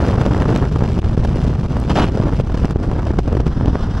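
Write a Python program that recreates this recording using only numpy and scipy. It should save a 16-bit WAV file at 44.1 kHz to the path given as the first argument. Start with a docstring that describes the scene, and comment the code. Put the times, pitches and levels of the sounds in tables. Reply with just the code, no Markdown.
"""Wind buffets and roars right on the microphone: freefall, heard from a camera on a skydiver's helmet.
Eddies break on the microphone port as sharp pressure pulses, among gusts of roar and hiss. Near 2 s
the air tears loudly as the arm swings back to throw the pilot chute. Then the body tips upright, the
wind comes in separate slaps, and the opening canopy cracks and rustles overhead."""
import sys
import numpy as np
from scipy import signal
from scipy.fft import rfft, irfft
from scipy.io import wavfile
from scipy.ndimage import uniform_filter1d, minimum_filter1d

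SR = 44100
rng = np.random.default_rng(int(sys.argv[2]) if len(sys.argv) > 2 else 0)


def wav_out(sig):
    """Save sig, one row per channel (or a flat mono array), as 16-bit PCM at SR to the path in sys.argv[1]."""
    wavfile.write(sys.argv[1], SR, np.round(np.clip(np.atleast_2d(sig).T, -1, 1) * 32767).astype(np.int16))


N = 176400

# Wind on the microphone between slaps, lowest layer first: t/s, level/dB
RUMBLE_LEVELS = [(0, -24), (.8, -27), (1.2, -17.5), (1.9, -26), (2.45, -21), (2.62, -17.5), (2.85, -21),
                 (3.42, -19), (4, -21.5)]
BUFFET_LEVELS = [(0.0, -15.5), (2.43, -18.5), (2.54, -25), (2.6, -20.5), (3.05, -20.5), (3.5, -19.5),
                 (3.53, -30), (3.6, -16), (3.68, -17), (3.78, -22), (4.0, -19)]
LOW_ROAR_LEVELS = [(0, -35), (.5, -20), (.72, -26), (.84, -25.5), (1.1, -34), (1.42, -21), (1.58, -29.5),
                   (1.85, -29.5), (1.98, -19), (2.1, -25), (2.26, -19), (2.46, -33), (2.72, -30.5),
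                   (2.98, -24), (3.22, -36), (3.33, -22.5), (3.54, -29), (3.68, -22.5), (3.93, -30.5)]
ROAR_LEVELS = [(0, -20.5), (.3, -24), (.48, -23.5), (.66, -24), (.72, -32.5), (.83, -23), (.92, -32),
               (1.03, -29), (1.36, -29.5), (1.48, -29.5), (1.93, -31), (2.0, -20), (2.11, -29.5),
               (2.28, -25), (2.36, -29), (2.44, -35.5), (2.6, -29.5), (2.79, -32.5), (2.86, -34),
               (3.0, -27.5), (3.12, -30.5), (3.23, -38), (3.31, -28), (3.53, -37.5), (3.68, -29),
               (3.8, -36.5), (4, -33)]
HISS_LEVELS = [(0, -39.5), (.3, -43.5), (.6, -40.5), (.72, -44.5), (.85, -42.5), (1.03, -45.5), (1.32, -44),
               (1.48, -42), (1.55, -47), (1.85, -45), (2.0, -39.5), (2.1, -42.5), (2.2, -45), (2.37, -42.5),
               (2.45, -51), (2.58, -45), (2.78, -49.5), (3.1, -47.5), (3.23, -51), (3.33, -47), (3.53, -57),
               (4, -55)]
# Spectra of the same five layers: f/Hz, level/dB
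RUMBLE_SPECTRUM = [(10, -18), (22, -4.5), (40, -3.5), (55, -0.5), (90, -16)]
BUFFET_SPECTRUM = [(25, -25.5), (45, -8), (62, -1.5), (90, -2.5), (130, -4), (190, -9.5), (280, -18),
                   (600, -49.5)]
LOW_ROAR_SPECTRUM = [(70, -24.5), (160, -0.5), (220, -1.5), (350, -7.5), (500, -20.5), (1000, -44)]
ROAR_SPECTRUM = [(120, -14.5), (290, 1.5), (480, 1), (750, -6), (1300, -12), (1750, -18.5), (2400, -32),
                 (4000, -40)]
HISS_SPECTRUM = [(1200, -13.5), (2200, 1.5), (2900, 3), (3900, -2.5), (5400, -3), (7000, -11.5),
                 (8300, -14.5), (11000, -23), (15000, -35)]
# Big eddies slapping the port: t/s, pulse level/dB, roar level/dB, hiss level/dB, length/s
PORT_SLAPS = [(0.215, -7, -20, -34.5, 0.0087), (0.263, -5, -13, -31, 0.003),
              (.347, -12, -11.5, -34, 0.0045), (0.421, -12, -11, -29, 0.003),
              (0.491, -27, -14, -33.5, 0.012), (0.562, -7, -14.5, -28.5, 0.0035),
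              (0.76, -20, -13.5, -40, 0.0048), (0.823, 11, -18, -40, 0.0074), (0.99, 0.5, -28, -39, 0.0064),
              (1.177, 4.5, -20, -44, 0.0054), (1.2503, -7, -15, -31.5, 0.0062), (1.502, -2, -26, -42, .006),
              (1.768, -3.5, -15.5, -34, 0.0043), (1.899, -27, -13.5, -33, 0.0092),
              (1.962, -2, -25, -28, 0.0033), (2.174, -9, -19, -34, 0.0059), (2.201, 7, -31, -47, 0.005),
              (2.226, -8, -18.5, -37.5, 0.0038), (2.399, 3, -15, -34, 0.0057),
              (2.498, -12, -20.5, -48, 0.0063), (2.545, -0.5, -21.5, -39.5, 0.014),
              (2.575, -6.5, -18, -40, 0.0049), (2.647, 8, -15.5, -34, 0.0068),
              (2.655, -4.5, -32, -33.5, 0.0027), (2.709, -4, -16.5, -37, 0.0067),
              (2.76, 4, -24, -41, 0.0026), (2.834, -15, -24, -43.5, 0.034), (2.915, -6, -17, -40.5, 0.0062),
              (2.992, -14, -20, -38.5, .007), (3.069, -32, -23, -40.5, 0.0099),
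              (3.107, -6, -20.5, -51, 0.011), (3.1887, -12, -14, -31, 0.0085),
              (3.278, 0.5, -23.5, -40, 0.0092), (3.33, 0, -24.5, -56, 0.0095),
              (3.37, -5, -17, -39.5, 0.0048), (3.402, -0.5, -22.5, -40.5, 0.013),
              (3.467, -0.5, -25.5, -40.5, 0.025), (3.659, 0, -28, -33.5, 0.0036),
              (3.681, 2.5, -28, -45, 0.0062)]
# The flow lets go of the port for a moment: t/s, level/dB
FLOW_LULLS = [(.697, -6), (0.782, -6), (1.009, -14.5), (1.162, -11), (1.677, -15.5), (2.109, -10.5),
              (2.426, -5.5), (2.741, -13), (2.777, -11.5), (3.426, -9)]
# Air tearing across the port: t/s, length/s, level/dB
TEAR_BURSTS = [(1.894, 0.025, -20.5), (1.953, 0.052, -16), (2.013, 0.035, -18)]
# Spectrum of the tearing: f/Hz, level/dB
TEAR_SPECTRUM = [(100, 3.5), (330, 0.5), (750, 0.5), (1400, -6), (2300, -17), (2950, -10), (3900, -20),
                 (5500, -25), (8000, -35.5), (15000, -55)]
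# The canopy catching the air overhead: t/s, level/dB
CANOPY_SNAPS = [(3.1895, 0), (3.611, -3.5), (3.7554, 1.5)]
# Rustle of the canopy: t/s, level/dB
RUSTLE_LEVELS = [(3.2, -74), (3.5, -40.5), (3.7, -35), (3.85, -32.5), (3.93, -37.5), (4, -30.5)]
# Spectrum of the rustle: f/Hz, level/dB
RUSTLE_SPECTRUM = [(250, -8), (700, 8), (1000, 5), (1650, 1), (2350, -15), (3150, -6.5), (4400, -15),
                   (5300, -10), (7200, -26), (8300, -25.5), (11000, -37), (15000, -47)]
# Gear ticking near the microphone: t/s, level/dB
GEAR_TICKS = [(.576, -34), (1.8, -33), (2.711, -38)]
# Stereo width, side relative to mid: f/Hz, level/dB
SIDE_SPECTRUM = [(450, -78), (1400, -45), (2800, -42), (5500, -12.5), (9000, -7), (14000, -0.5)]
# The air reaches the left channel a hair later: f/Hz, phase lag/rad
LEFT_PHASE_LAG = [(180, 0), (500, .05), (1100, .13), (2500, .3), (7500, .85), (15000, 2.0)]

PORT_LEAK_HZ = 69  # the port leaks away pressure changes slower than this


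def airstream(gust_db=2.0, hiss_gust_db=1.5, flutter_db=2.5, crackle_db=4.0):
    """Wind right on the port: the layers share gusts, and each pressure swing stirs finer turbulence."""
    times, pulse_db, roar_db, hiss_db, lengths = np.transpose(PORT_SLAPS)
    gust, flutter = drift(rate_hz=42), drift(rate_hz=180)
    gust_gain = from_db(gust_db * gust)
    pressure = evened(air_noise(BUFFET_SPECTRUM)[0] * gust_gain, span_s=0.071)
    stir = passed(np.minimum(np.abs(pressure), 2), 220, "low")
    roar_swing = swing(gust_db * gust + flutter_db * flutter + 6.5 * stir, span_s=0.07)
    hiss_swing = swing(hiss_gust_db * gust + flutter_db * flutter + stir, span_s=0.05)
    crackle = rms_one(from_db(crackle_db * drift(rate_hz=310)))
    # Running wind and slaps add in power.
    roar_gain = np.hypot(from_db(-1) * level(ROAR_LEVELS) * roar_swing,
                         slap_swell(times, roar_db, lengths))
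    hiss_gain = np.hypot(level(HISS_LEVELS) * hiss_swing, slap_swell(times, hiss_db, lengths))
    buffet = pressure * level(BUFFET_LEVELS)
    rumble = evened(air_noise(RUMBLE_SPECTRUM)[0] * gust_gain, span_s=0.096) * level(RUMBLE_LEVELS)
    low_roar = air_noise(LOW_ROAR_SPECTRUM) * level(LOW_ROAR_LEVELS) * roar_swing ** 0.99
    roar = air_noise(ROAR_SPECTRUM) * roar_gain
    hiss = air_noise(HISS_SPECTRUM) * crackle * hiss_gain
    wind = rumble + buffet + low_roar + roar + hiss + small_eddies(roar_swing)
    return lulls() * wind + suction(times, pulse_db)


def slap_swell(times, levels_db, lengths, attack_share=0.47):
    """Gain as big eddies hit the microphone: short swells that rise faster than they fall."""
    gain = np.zeros(N)
    for peak, db, length in zip(times, levels_db, lengths):
        age = (seconds() - peak) / length
        gain += from_db(db) * decay(2 * np.where(age < 0, age / attack_share, age) ** 2)
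    return gain


def suction(times, levels_db, rise_s=0.00074, fall_s=0.00091, edge_hz=1030):
    """The core of each big eddy is a pointed drop in pressure at the port."""
    t, pressure = seconds(), np.zeros(N)
    for peak, db in zip(times, levels_db):
        pressure -= from_db(db) * decay(np.maximum((peak - t) / rise_s, (t - peak) / fall_s))
    return passed(passed(pressure, edge_hz, "low"), PORT_LEAK_HZ, "high")


def small_eddies(gust, per_s=120, spread_db=1, sag_hz=255, round_hz=1650, trim_db=-3):
    """Small eddies hit the port at random, more often in gusts: steep fronts that sag back."""
    hits = rng.random(N) < per_s * gust / SR
    sizes = from_db(spread_db * np.clip(rng.standard_normal(N), -2, 1))
    signs = rng.choice([-1, 1], N)
    fronts = passed(hits * sizes * signs, sag_hz, "low")
    rounded = passed(fronts, round_hz, "low", order=3)
    pressure = passed(rounded, PORT_LEAK_HZ, "high")
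    return from_db(trim_db) * level(ROAR_LEVELS) * evened(pressure, span_s=0.038)


def lulls(width_s=0.0065):
    """Gain of the wind as the flow lets go of the port: short, smooth dips."""
    return from_db(sum(db * decay(((seconds() - centre) / width_s) ** 2) for centre, db in FLOW_LULLS))


def tearing_air(attack_s=0.0031, release_s=0.005, ragged_db=4.0):
    """Air tears across the port in bright, ragged bursts: a fast attack, a hold and a short release."""
    gain = np.zeros(N)
    for start, length, db in TEAR_BURSTS:
        age = seconds() - start
        gain += from_db(db) * np.clip(age / attack_s, 0, 1) * decay((age - length) / release_s)
    bursts = gain * air_noise(TEAR_SPECTRUM)
    return bursts * evened(from_db(ragged_db * drift(rate_hz=160)), span_s=0.0086)


def canopy_snaps(sag_s=0.0006, rebound_s=0.002, rebound_share=0.19, edge_hz=1050):
    """Dry cracks overhead as the canopy catches air: the pressure sags, lets go at once and rebounds."""
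    pressure = np.zeros(N)
    for release, db in CANOPY_SNAPS:
        age = seconds() - release
        sag = decay(-age / sag_s)
        rebound = rebound_share * decay(age / rebound_s)
        pressure += from_db(db) * np.where(age < 0, -sag, rebound)
    return passed(pressure, edge_hz, "low", order=2)


def canopy_rustle(flutter_db=3.0):
    """Fabric and lines flutter above the helmet as the canopy fills."""
    rustle = level(RUSTLE_LEVELS) * air_noise(RUSTLE_SPECTRUM)
    return rustle * rms_one(from_db(flutter_db * drift(rate_hz=45)))


def gear_ticks(decay_s=0.0011, low_hz=4540, high_hz=8000):
    """Tiny, bright ticks of gear close by, almost buried in the wind."""
    t = seconds()
    gain = sum(from_db(db) * (t > start) * decay((t - start) / decay_s) for start, db in GEAR_TICKS)
    treble = passed(rng.standard_normal(N), low_hz, "high", order=2)
    return gain * rms_one(passed(treble, high_hz, "low", order=3))


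def air_noise(spectrum):
    """Stereo noise at the microphone, mono in the bass and wide in the treble; rms 1."""
    mid, side = rfft(rng.standard_normal((2, N))) * colour(spectrum)
    side = side * colour(SIDE_SPECTRUM)
    lag = np.exp(-1j * np.interp(frequencies(), *np.transpose(LEFT_PHASE_LAG)))
    return rms_one(irfft(np.array([(mid + side) * lag, mid - side]), N))


def drift(rate_hz):
    """A smooth random wander with rounded extremes; rms 1."""
    wander = irfft(rfft(rng.standard_normal(N)) / (1 + (frequencies() / rate_hz) ** 2), N)
    return rms_one(np.tanh(rms_one(wander) / 2))


def swing(db, span_s):
    """A wavering gain near 1 whose highest surges are rounded off."""
    return rms_one(2 * np.tanh(evened(from_db(db), span_s) / 2))


def evened(x, span_s):
    """Hold the rms near 1 over a span, keeping the faster swings."""
    size = max(int(span_s * SR), 8)
    return x / np.sqrt(uniform_filter1d(uniform_filter1d(x ** 2, size), size) + 1e-12)


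def level(rows):
    """Gain over time from rows of t/s, level/dB."""
    return from_db(np.interp(seconds(), *np.transpose(rows)))


def colour(rows):
    """Gain over frequency from rows of f/Hz, level/dB, falling away above the last."""
    hz, db = np.transpose(rows)
    f = np.maximum(frequencies(), 1)
    return from_db(np.interp(np.log(f), np.log(hz), db)) / np.maximum(f / hz[-1], 1) ** 2


def passed(x, hz, kind, order=1):
    """Gentle low- or high-pass."""
    return signal.sosfilt(signal.butter(order, hz, kind, fs=SR, output="sos"), x + 1e-18)


def decay(x):
    """1 until x reaches 0, then an exponential fall."""
    return np.exp(-np.clip(x, 0, 20))


def from_db(db):
    """Decibels to gain."""
    return 10 ** (np.asarray(db) / 20)


def rms_one(x):
    """Scale to rms 1."""
    return x / np.sqrt(np.mean(x ** 2) + 1e-20)


def seconds():
    """Time of every sample."""
    return np.arange(N) / SR


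def frequencies():
    """Frequency of every spectral bin."""
    return np.arange(N // 2 + 1) * SR / N


def scene():
    """At the helmet: wind on the microphone, canopy overhead, gear close by."""
    return airstream() + tearing_air() + canopy_rustle() + canopy_snaps() + gear_ticks()


def record(dry, fade_s=0.003, limiter_samples=220, stop_hz=16300):
    """The sound eases in and out at its ends; then a fast limiter and a steep cut of the top treble."""
    t = seconds()
    faded = dry * np.clip(np.minimum(t, t[-1] - t) / fade_s, 0, 1)
    peaks = np.abs(faded).max(axis=0)
    held_gain = minimum_filter1d(1 / np.maximum(peaks, 1), limiter_samples)
    limited = faded * uniform_filter1d(held_gain, limiter_samples)
    return signal.sosfilt(signal.cheby2(14, 70, stop_hz, fs=SR, output="sos"), limited)


dry = scene()
out = record(dry)
wav_out(out)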